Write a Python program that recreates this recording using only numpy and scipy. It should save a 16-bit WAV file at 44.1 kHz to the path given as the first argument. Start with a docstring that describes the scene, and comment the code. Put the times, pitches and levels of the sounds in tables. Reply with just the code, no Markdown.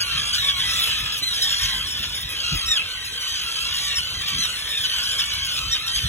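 """Alarmed terns circle overhead a gravel nesting raft: short "kip" notes, drawn-out "kee" cries, most falling,
some rising, rattling "karr" rasps, harsh barks and one close scream, over a farther flock and rumbling wind.
Calls are harmonics of an unsteady membrane shaped by throat and bill; the flock adds coloured noise.
Wind is noise on a closely spaced microphone pair; gravel and low walls answer with short noise tails."""
import sys
import numpy as np
from scipy import signal
from scipy.fft import rfft, irfft, next_fast_len
from scipy.io import wavfile
from scipy.ndimage import uniform_filter1d, map_coordinates

SR = 44100
rng = np.random.default_rng(int(sys.argv[2]) if len(sys.argv) > 2 else 0)


def master_out(mix):
    """Clip the mix to full scale and print it as 16-bit PCM to the path in sys.argv[1]."""
    frames = np.transpose(np.atleast_2d(mix))
    ceiling = np.clip(frames, -1, 1)
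    pcm = np.round(ceiling * 32767).astype(np.int16)
    wavfile.write(sys.argv[1], SR, pcm)


N = 268348
TOP_HZ = 15800  # band limit of the voices and the output


def amp(db):
    """Decibels to gain."""
    return 10 ** (np.asarray(db) / 20)


def unit(x):
    """Scale to rms 1."""
    return x / np.sqrt(np.mean(x ** 2) + 1e-20)


def along(points, hz):
    """Interpolate (Hz, value) points on a log-frequency axis."""
    f, v = np.transpose(points)
    return np.interp(np.log(hz + 1), np.log(f + 1), v)


def curves(rows):
    """One value per sample for each column after the time."""
    s, *cols = np.transpose(rows)
    t = np.arange(N) / SR
    return [np.interp(t, s, c) for c in cols]


def wobble(knots_per_s, size):
    """Smooth random curve of size samples through normally distributed knots."""
    knots = rng.standard_normal(size // 8 + 8)
    return map_coordinates(knots, [np.arange(size) * knots_per_s / SR], mode="wrap")


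def filtered(x, response):
    """Multiply the spectrum of x by response(hz)."""
    m = next_fast_len(N + SR // 4)
    hz = np.fft.rfftfreq(m, 1 / SR)
    return irfft(rfft(x, m) * response(hz), m)[..., :N]


def rush(spectrum, patchy_db):
    """Coloured noise of rms 1 with time-frequency patches of random gain."""
    z = signal.stft(rng.standard_normal(N), nperseg=512)[2]
    field = uniform_filter1d(rng.standard_normal(z.shape), size=4, axis=0)
    field = uniform_filter1d(field, size=10, axis=1)
    noise = signal.istft(z * amp(patchy_db * unit(field)), nperseg=512)[1][:N]
    return unit(filtered(noise, lambda hz: amp(along(spectrum, hz))))


def add(track, s, x):
    """Mix x into the track from time s on."""
    start = int(np.clip(s * SR, 0, N - 1))
    track[start:start + len(x)] += x[:N - start]


def progress(length_s):
    """0 to 1 over a call."""
    return np.linspace(0, 1, max(int(length_s * SR), 64))


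def swell(u, rise, fall):
    """Envelope that opens and closes over the given shares of a call."""
    return np.sin(np.pi / 2 * np.clip(np.minimum(u / rise, (1 - u) / fall), 0, 1)) ** 2


def syrinx(pitch_hz, throat, tilt_db, jitter, rough, bill=lambda hz: 0):
    """Harmonics of an unsteady membrane, shaped by throat and bill; roughness smears each into a noise band."""
    size = len(pitch_hz)
    unsteady_hz = pitch_hz * (1 + jitter * wobble(705.6, size))
    phase = 2 * np.pi * np.cumsum(unsteady_hz) / SR
    flutter = 1 + rough * wobble(1100, size)
    k = np.arange(1, 10)[:, None]
    hz = k * pitch_hz
    # upper harmonics are beamed: each comes and goes as the bird turns its head
    beam_db = np.minimum(k - 1, 5) * .5 * np.array([wobble(25, size) for _ in k])
    gain_db = along(throat, hz) + tilt_db * np.log2(hz / 4000) + bill(hz) + beam_db
    gains = amp(gain_db) * (hz < TOP_HZ)
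    return np.sqrt(2) * flutter * np.sum(gains * np.sin(k * phase), axis=0)


FULL_VOICE_DB = -26  # kip level at zero tilt
THINNING = 0.62  # softer kips are thinner: dB per octave per dB below full voice
# short notes: (time [s], pitch [Hz], level [dB])
KIPS = [(0.004, 1630, -22.5), (0.329, 1585, -26.5), (0.576, 1580, -51), (0.692, 1734, -34),
        (0.723, 1970, -33.5), (0.87, 1900, -64), (0.984, 1670, -54), (1.119, 1690, -38), (1.174, 1970, -42),
        (1.335, 1820, -38), (1.421, 1768, -26.5), (1.61, 1836, -30), (1.866, 1810, -40),
        (1.906, 1830, -32.5), (2.148, 1800, -40), (2.289, 1860, -55), (2.657, 1830, -32.5),
        (3.045, 1695, -42), (3.413, 1810, -55), (3.956, 1840, -22.5), (4.432, 1895, -33),
        (4.689, 1796, -40), (5.028, 1820, -36), (5.114, 1810, -40), (5.183, 1794, -29), (5.33, 1870, -44),
        (5.445, 1756, -40), (5.713, 1886, -25.5), (5.862, 1905, -37.5), (5.945, 1590, -28)]
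# harsh barks: (time [s], level [dB], brightness [dB per octave])
BARKS = [(0.341, -24.5, 6), (0.477, -27, -2), (1.63, -23.5, 10.5), (2.022, -26, -2), (4.262, -26.5, 3),
         (4.423, -26, -2.5), (4.836, -26, 4), (5.193, -23, 0), (5.561, -27, 11), (5.743, -27, -3),
         (5.958, -24, 2)]
# drawn-out cries: (time [s], length [s], top pitch [Hz], pitch drop [share], crest position [share of cry],
#                   level [dB], brightness [dB per octave], hoarseness [0-1], bill resonance [Hz])
CRIES = [(0.366, 0.12, 1960, 0.15, 0.14, -23, -5, 0.45, 3350),
         (0.471, 0.057, 1733, .14, .25, -21.5, -12, 0.62, 3380),
         (0.576, 0.075, 1708, 0.083, 0.31, -28, -12, .3, 3400),
         (0.755, 0.12, 1738, 0.068, .35, -24.5, -1.5, 0.44, 3400),
         (0.759, 0.2, 1710, 0.072, 0.21, -54, 9.5, 0.13, 7040),
         (0.762, 0.089, 1974, 0.077, 0.27, -27.5, -16, 0.4, 3780),
         (0.794, 0.11, 1974, 0.17, 0.97, -38.5, 0.5, 0, 11200),
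         (0.865, 0.06, 1506, 0.082, 0.089, -24, -6, 0.94, 2840),
         (1.215, 0.13, 2037, .11, 0.31, -20.5, -7, 0.2, 3460),
         (1.394, 0.087, 1965, 0.12, 0.19, -20.5, -2.5, 0.45, 3850),
         (1.476, 0.068, 1790, 0.072, 0.061, -32, 0, 0.1, 6000),
         (1.462, 0.27, 1423, 0.047, 0.98, -29, -7, 0.08, 5740),
         (1.963, 0.16, 1810, 0.11, 0.64, -35.5, 1, .4, 3500),
         (2.139, 0.1, 1800, 0.066, 0.17, -33.5, 0, 0.26, 3600),
         (2.284, 0.061, 1280, .03, 0.18, -28, -2, 0.4, 2550),
         (2.357, .06, 1514, 0.092, 0.14, -27, -7, 0.4, 2900),
         (2.582, 0.11, 1870, 0.021, .2, -33, -8, 0.05, 1900),
         (3.98, 0.032, 1530, .1, .1, -23.5, -5, 0.4, 2800),
         (4.377, 0.0706, 2050, .04, 0.49, -19.5, -8.5, 0.2, 5660),
         (4.415, 0.06, 1983, .13, 0.11, -21.5, -5.5, 0.34, 3700),
         (4.464, 0.058, 1656, .17, 0.057, -27, -8, 0.3, 3100),
         (4.707, 0.14, 1837, .09, 0.16, -26.5, -3.5, 0, 3600),
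         (4.777, 0.11, 2055, 0.064, 0.27, -34, -3, .15, 4100),
         (4.836, 0.07, 1696, .05, 0.08, -30.5, -11, 0.05, 3300),
         (4.837, .028, 1538, 0.06, .2, -19.5, -11, 0.2, 3000),
         (5.185, 0.064, 1760, .06, .2, -33, -10, 0.37, 3500),
         (5.483, 0.12, 1745, 0.033, 0.63, -29.5, -3.5, 0.02, 3800),
         (5.715, 0.043, 1884, 0.08, 0.54, -19.5, -12.5, .15, 4000)]
# rattling calls: (time [s], length [s], pitch [Hz], upward glide [share], level [dB],
#                  brightness [dB per octave], hoarseness [0-1])
RASPS = [(0, 0.39, 1162, .03, -44, -4.5, 0.4), (0.175, 0.18, 1615, -0.031, -30.5, 4.5, 0.5),
         (0.331, 0.065, 1468, -0.048, -33, -5, 0.33), (0.421, 0.19, 1105, -0.045, -35.5, -2.5, 0.12),
         (0.64, 0.31, 1700, -0.08, -32.5, 1.5, 0.9), (0.648, 0.39, 1282, -0.0016, -35, 2, 0.43),
         (0.832, 0.18, 1487, 0.06, -40, 1, 0.4), (0.899, 0.29, 1650, 0.02, -32.5, -0.5, .85),
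         (1.328, 0.13, 1579, -0.018, -31.5, 5, 0.79), (1.451, 0.16, 1667, -0.025, -29, 3, 0.4),
         (1.621, 0.2, 1627, -0.04, -34, -0.5, 0.7), (1.597, 0.2, 1062, -0.095, -39.5, -2.5, 0.45),
         (1.899, 0.3, 1690, -0.026, -36, 4, 0.6), (2.301, 0.26, 1363, 0.16, -39, 2.5, 0.41),
         (2.397, 0.27, 1610, -0.014, -31, 6, 0.28), (2.435, 0.12, 1406, 0.0193, -30, 0, 0.5),
         (2.851, 0.44, 1547, 0.015, -42, -4.5, 0.42), (3.204, 0.22, 1505, 0.023, -35.5, 10, 0.27),
         (3.273, 0.31, 1608, 0.02, -33, 4, 0.57), (3.562, 0.25, 1644, 0.02, -32, 4.5, 0.6),
         (3.737, 0.16, 1668, -0.06, -35, 14.5, 0.44), (3.745, 0.22, 1448, -0.027, -32.5, 6, 0.7),
         (3.809, 0.2, 1118, -0.061, -42.5, -4.5, 0.35), (4.026, 0.21, 1535, 0.083, -33, 1.5, 0.45),
         (4.216, 0.16, 1150, -0.064, -35.5, -0.5, 0.37), (4.282, 0.15, 1580, 0.033, -31, 3, 0.32),
         (4.472, 0.24, 1510, 0.042, -46.5, -7.5, 0.6), (4.892, 0.24, 1522, -0.03, -30, 2, 0.64),
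         (5.152, 0.37, 1110, -0.049, -37, 1.5, 0.4), (5.299, 0.24, 1514, 0.032, -33, 0.5, 0.49),
         (5.609, 0.18, 1527, -0.011, -33.5, 5.5, 0), (5.873, 0.18, 1546, -0.033, -31, 1.5, 0.48)]


def near_birds():
    """Kips, barks, cries and rasps of the birds passing closest overhead, each voiced by its own membrane."""
    track = np.zeros(N)
    for s, pitch_hz, db in KIPS:
        add(track, s, kip(pitch_hz, db, THINNING * (FULL_VOICE_DB - db)))
    for s, db, tilt_db in BARKS:
        add(track, s, bark(db, tilt_db))
    for s, *call in CRIES:
        add(track, s, cry(*call))
    for s, *call in RASPS:
        add(track, s, rasp(*call))
    return track


KIP_S = .043
# throat and open bill: (frequency [Hz], gain [dB])
KIP_THROAT = [(1800, -17.5), (3400, -12), (5300, 2), (7300, -15), (10500, -15), (14500, -27)]


def kip(pitch_hz, db, tilt_db):
    """A short, rough-edged arch whose pitch sags and cracks as the bill shuts."""
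    u = progress(KIP_S)
    arch = 1 - .24 * (u - .33) ** 2 - .08 * u ** 6
    jitter, rough = .004 + .028 * u ** 4, .15 + .55 * u ** 4
    tone = syrinx(pitch_hz * arch, KIP_THROAT, tilt_db, jitter, rough)
    return amp(db + 1.5) * swell(u, rise=.06, fall=.55) * tone


QUAVER, QUAVER_PER_S = .016, 120.7  # pitch quaver: share of pitch, knots per s
CRY_FLUTTER_DB = 3.2
BILL_DB, BILL_OCTAVES = 12.5, 0.53  # height and width of the bill's resonance
# throat and open bill: (frequency [Hz], gain [dB])
CRY_THROAT = [(1900, -21), (3500, -3), (5300, -5), (7300, -8.5), (10500, -2.5), (14500, -9)]


def cry(length_s, pitch_hz, drop, crest, db, tilt_db, hoarse, bill_hz):
    """A quavering note that arches over its crest and grows hoarser; the bird's gape favours one overtone."""
    u = progress(length_s)
    hoarse = np.clip(hoarse, 0, 1) + .15 + .35 * u ** 4
    course = ((u - crest) / max(crest, 1 - crest)) ** 2
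    quaver = 1 + QUAVER * hoarse * wobble(QUAVER_PER_S, len(u))
    pitch = pitch_hz * (1 - drop * course) * quaver

    def bill(hz):
        """Resonance of the gape: 0 dB at its peak, -BILL_DB far away."""
        return BILL_DB * (np.exp(-(np.log2(hz / bill_hz) / BILL_OCTAVES) ** 2) - 1)

    tone = syrinx(pitch, CRY_THROAT, tilt_db, jitter=.014 * hoarse, rough=.6 * hoarse, bill=bill)
    flutter_db = CRY_FLUTTER_DB * wobble(110, len(u))
    return amp(db + flutter_db) * swell(u, rise=0.1, fall=0.15) * tone


RATTLE_HZ = 56.96  # central pulse rate
RATTLE_SKEW = 0.67  # below 1, each pulse opens faster than it closes
FULL_RATTLE_HZ = 1580  # pitch at which the pulse exponent reaches 1.3
RASP_ARCH = 0.03462  # share by which the arch starts and ends below its top
# throat and open bill: (frequency [Hz], gain [dB])
RASP_THROAT = [(1100, -9.5), (1700, -10), (2300, 0), (3200, 2.8), (5000, -4), (6300, -10), (7400, -20),
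               (9200, -24), (14500, -46)]


def rasp(length_s, pitch_hz, glide, db, tilt_db, hoarse):
    """An arching voice chopped into a rattle, deeper at high pitch; hoarseness bends and roughens it."""
    u, hoarse = progress(length_s), np.clip(hoarse, .1, 1)
    size = len(u)
    rate_hz = RATTLE_HZ * np.exp(.12 * rng.standard_normal() + .12 * wobble(50, size))
    cycle = np.cumsum(rate_hz) / SR % 1
    pressure = np.abs(np.sin(np.pi * cycle ** RATTLE_SKEW))
    pressure_bend = .11 * hoarse * (pressure - .82)
    random_bend = (.005 + .045 * hoarse ** 2) * wobble(45, size)
    course = glide * (u - .5) + RASP_ARCH * (.5 - (2 * u - 1) ** 2)
    pitch = pitch_hz * (1 + course) * (1 + pressure_bend + random_bend)
    tone = syrinx(pitch, RASP_THROAT, tilt_db, jitter=.013 * hoarse, rough=.45 * hoarse)
    pulses = unit(0.08 + pressure ** (1.3 * (pitch_hz / FULL_RATTLE_HZ) ** 2))
    level_db = db - 1.5 + 1.17 * wobble(71.1, size)
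    return amp(level_db) * pulses * swell(u, rise=0.02, fall=0.092) * tone


BARK_S, BARK_HZ = .037, 1650


def bark(db, tilt_db):
    """A forced note breaks into a rough crack; tanh bounds the membrane's swing."""
    u = progress(BARK_S)
    tone = syrinx(BARK_HZ * (1.05 - 0.2 * u), RASP_THROAT, tilt_db, jitter=0.055, rough=.9)
    forced = tone * amp(4.5 * wobble(476, len(u)))
    crack = np.tanh(.4 * unit(forced))
    return amp(db) * swell(u, rise=0.046, fall=0.11) * unit(crack)


# nearest bird, sinking into a low rough tail: (time [s], pitch [Hz], level [dB], roughness [0-1])
SCREAM = [(2.675, 1848, -24, 0.37), (2.69, 1905, -14, 0.1), (2.742, 1781, -22, 0.09),
          (2.768, 1647, -21, 0.26), (2.785, 1350, -35, 0.4), (2.812, 1320, -44, 0.4),
          (2.842, 1350, -48, 0.8)]
# throat and open bill: (frequency [Hz], gain [dB])
SCREAM_THROAT = [(1350, -3.5), (1900, -20.5), (2600, 15), (3800, -7.5), (4100, 3), (5600, -14), (7500, -19),
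                 (11000, -29), (14500, -38)]


def scream():
    """One quavering note from close by; the membrane grows unsteady as its pitch gives way."""
    start_s, end_s = SCREAM[0][0], SCREAM[-1][0]
    span = slice(int(start_s * SR), int(end_s * SR))
    pitch, level_db, rough = [curve[span] for curve in curves(SCREAM)]
    size = len(pitch)
    quaver = 1 + QUAVER * wobble(QUAVER_PER_S, size)
    tone = syrinx(pitch * quaver, SCREAM_THROAT, 0, jitter=0.045 * rough, rough=rough)
    flutter_db = CRY_FLUTTER_DB * wobble(QUAVER_PER_S, size)
    envelope = swell(np.linspace(0, 1, size), rise=0.028, fall=0.056)
    track = np.zeros(N)
    add(track, start_s, amp(level_db + flutter_db) * envelope * tone)
    return track


STRAY_HZ, STRAY_SPREAD_HZ = 1540, 280  # lowest pitch, range above it
STRAY_DB, STRAY_SPREAD_DB = -44, 4  # faintest level, range above it
STRAY_TILT_DB = 8.5  # per octave


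def stray_kips(count=12):
    """Birds a little farther off throw in faint kips, one at random in each equal slot."""
    track = np.zeros(N)
    for i, (when, voice, strength) in enumerate(rng.random((count, 3))):
        pitch_hz = STRAY_HZ + STRAY_SPREAD_HZ * voice
        note = kip(pitch_hz, STRAY_DB + STRAY_SPREAD_DB * strength, STRAY_TILT_DB)
        add(track, (i + when) / count * N / SR, note)
    return track


PATH_S = .12  # interval between echo-path changes
# decay of the scatter: (frequency [Hz], t60 [s])
RAFT = [(500, 0.16), (3000, 0.18), (12000, 0.019)]


def raft(x):
    """Scatter from gravel and low walls, dying fastest in the top treble; paths change as the birds fly."""
    track, hop = np.zeros(N), int(PATH_S * SR)
    starts = np.arange(0, N, hop)
    noise = rng.standard_normal((len(starts), SR // 6))
    hz, t, z = signal.stft(noise, SR, nperseg=256)
    decay = amp(-60 * t / along(RAFT, hz)[:, None])
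    tails = signal.istft(z * decay, SR, nperseg=256)[1]
    delayed = np.pad(x, (SR // 200, 0))  # 5 ms
    fade = np.sin(np.linspace(0, np.pi, 2 * hop))
    for start, tail in zip(starts, tails):
        piece = delayed[start:start + 2 * hop]
        echo = signal.fftconvolve(piece * fade[:len(piece)], tail / np.linalg.norm(tail))
        add(track, start / SR, echo)
    return track


FAR_RASP_HZ, FAR_CRY_HZ, FAR_SPREAD_HZ = 1231.2, 1428, 720  # lowest pitches, range above them
FAR_SPREAD_DB = 6  # how much fainter the farthest are
FAR_GLIDE, FAR_HOARSE = .16, .62  # share of pitch; hoarseness 0-1
# voices as they arrive over the water: (frequency [Hz], gain [dB])
FAR_COLOUR = [(700, -15), (1300, -4), (1800, -2.5), (2600, -3), (3200, 1), (3900, 0.5), (6000, 1),
              (10000, -15), (15000, -12)]


def far_birds(count=66, dull_db=-5, cry_db=2.5):
    """Farther birds' gliding rasps and cries, each at its own pitch, dulled by distance and scattered."""
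    track = np.zeros(N)
    for i, (when, far, voice, size, turn) in enumerate(rng.random((count, 5))):
        pitch_hz = FAR_RASP_HZ + FAR_SPREAD_HZ * voice
        glide = FAR_GLIDE * (2 * turn - 1.2)
        call = rasp(.09 + .13 * size, pitch_hz, glide, -FAR_SPREAD_DB * far, dull_db, FAR_HOARSE)
        add(track, (i + when - 1) / (count - 1) * N / SR, call)
    for i, (when, far, voice, size, turn) in enumerate(rng.random((count, 5))):
        pitch_hz = FAR_CRY_HZ + FAR_SPREAD_HZ * voice
        db = cry_db - FAR_SPREAD_DB * far
        call = cry(.04 + .08 * size, pitch_hz, FAR_GLIDE, .7 * turn, db, dull_db, FAR_HOARSE,
                   bill_hz=2 * pitch_hz)
        add(track, (i + when) / count * N / SR, call)
    scattered = track + amp(-8) * raft(track)
    return unit(filtered(scattered, lambda hz: amp(along(FAR_COLOUR, hz))))


BLUR = .6  # gain of calls too dense to tell apart, relative to the distinct far calls
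FLOCK_DB, FLOCK_TREBLE_DB = 1.5, -8  # body and treble, relative to the FLOCK level
CHATTER_DB, CHATTER_PER_S = -1.04, 33  # treble wobble: depth, knots per s
# how hard the farther flock calls: (time [s], level [dB])
FLOCK = [(0.0, -28), (0.49, -28.5), (0.81, -25.5), (1.2, -32), (1.56, -26), (1.96, -31.5), (2.25, -33.5),
         (2.59, -30.5), (2.91, -32), (3.64, -29.5), (4.17, -31.5), (4.3, -30.5), (4.67, -29.5), (5.03, -28),
         (5.77, -31.5), (6.08, -28.5)]
# blurred calls: (frequency [Hz], density [dB per Hz])
DIN = [(530, -41), (900, -18), (1160, -8.5), (1460, -12.5), (1720, -19), (2010, -8), (2500, -4.5),
       (3140, -5.5), (4030, -3.5), (4300, -1.5), (5590, -63), (9460, -120)]
# their treble: (frequency [Hz], density [dB per Hz])
DIN_TREBLE = [(3000, -3.5), (4600, -55), (5600, 9), (7400, 4), (9000, 10.5), (12000, 1), (15500, -7)]


def flock():
    """Far calls and the colony's noise blur swell together; treble varies as birds turn to the microphone."""
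    level_db, = curves(FLOCK)
    colony = unit(far_birds() + BLUR * rush(DIN, patchy_db=4.0))
    treble_db = FLOCK_TREBLE_DB + CHATTER_DB * wobble(CHATTER_PER_S, N)
    treble = amp(treble_db) * rush(DIN_TREBLE, patchy_db=5.5)
    return amp(level_db) * (amp(FLOCK_DB) * colony + treble)


WIND_DB, AIR_DB = 1, -48.0  # rumble relative to the WIND level; open air
GUST_DB, GUSTS_PER_S = -0.8, 10  # random swells: depth, knots per s
# strength of the breeze: (time [s], rumble level [dB])
WIND = [(0.0, -42.5), (0.7, -43), (1.4, -46), (2.05, -42.5), (2.45, -45.5), (2.8, -50), (3.1, -52.5),
        (3.84, -45), (4.3, -43.5), (4.85, -51), (5.23, -44), (6.08, -43.5)]
# rumble: (frequency [Hz], density [dB per Hz])
RUMBLE = [(12, -43), (25, -38), (42, -1), (60, 4.5), (175, -7.5), (307, -21.5), (400, -23.5), (520, -27),
          (880, -120)]
# open air: (frequency [Hz], density [dB per Hz])
AIR = [(100, 12), (170, 0.5), (300, 0), (500, 3), (750, -2.5), (1200, -1.5), (3000, -39)]
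# single buffets: (centre time [s], gaussian sigma [s], level [dB], upper edge [Hz])
BUFFETS = [(0.175, 0.056, -39, 175), (1.03, 0.034, -34, 119), (1.225, 0.0076, -39, 503),
           (1.647, 0.023, -29.5, 80), (2.01, 0.012, -31.5, 148), (2.252, 0.0098, -31, 99),
           (2.542, 0.013, -25, 216), (2.565, 0.016, -25, 78.6), (2.672, 0.022, -34.5, 80),
           (4.364, 0.028, -33.5, 230), (5.673, 0.036, -34.5, 98), (5.974, 0.017, -32, 99),
           (6.06, 0.016, -25, 143)]


def wind():
    """Rumble and single buffets as low noise on the microphone, over a soft rush of open air."""
    rumble_db, = curves(WIND)
    gust_db = GUST_DB * wobble(GUSTS_PER_S, N)
    rumble = amp(rumble_db + WIND_DB + gust_db) * rush(RUMBLE, patchy_db=2.0)
    track = rumble + amp(AIR_DB) * rush(AIR, patchy_db=4.0)
    t = np.arange(N) / SR
    for s, sigma_s, db, edge_hz in BUFFETS:
        noise = rng.standard_normal(N)
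        eddy = unit(filtered(noise, lambda hz: (hz > 40) / (1 + (hz / edge_hz) ** 4)))
        track += amp(db) * np.exp(-.5 * ((t - s) / sigma_s) ** 2) * eddy
    return track


# gain of the side signal, nearly none in some narrow bands: (frequency [Hz], gain [dB])
WIDTH = [(900, -6.5), (1400, -8.5), (2400, -5), (3300, -4), (4800, -73), (5800, -1.5), (7000, -18),
         (7900, -1), (9000, -39.5), (10000, -2.5), (13000, -9)]
# eddies that differ between the sides: (frequency [Hz], gain [dB])
WIND_WIDTH = [(40, -19), (100, -16), (200, -11), (400, -6)]


def scene():
    """Direct calls reach both sides alike; scatter, the flock all around and eddies differ between them."""
    near = near_birds() + scream() + stray_kips()
    common = near + amp(-14) * raft(near) + flock() + wind()
    # fresh draws, added to one side and subtracted from the other
    around = filtered(amp(-5) * raft(near) + flock(), lambda hz: amp(along(WIDTH, hz)))
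    eddies = filtered(wind(), lambda hz: amp(along(WIND_WIDTH, hz)))
    side = around + eddies
    return amp(-0.5) * np.array([common + side, common - side])


LOW_CUT_HZ = 37  # the microphone's wind filter
# phase turn between the sides, rising in steps: (frequency [Hz], turn [rad])
PHASE_TURN = [(0, 0), (1800, .35), (2400, 1.3), (3300, 1.35), (4000, 2.1), (4550, 3.05), (4850, 3.2),
              (6400, 6.25), (7400, 6.35), (8400, 9.3), (9400, 9.55), (10400, 12.55), (11600, 12.6),
              (12700, 15.6), (13600, 15.8), (14700, 18.85)]


def record(dry):
    """The two sides are turned apart in phase by frequency; deepest rumble and all above TOP_HZ are cut."""
    def response(hz):
        """Half the turn on each side, low cut, band limit."""
        turn_rad = np.interp(hz, *np.transpose(PHASE_TURN)) * np.array([[.5], [-.5]])
        low_cut = 1 / np.sqrt(1 + (LOW_CUT_HZ / (hz + 1)) ** 10)
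        return np.exp(1j * turn_rad) * low_cut * (hz < TOP_HZ)

    return filtered(dry, response)


dry = scene()
out = record(dry)
master_out(out)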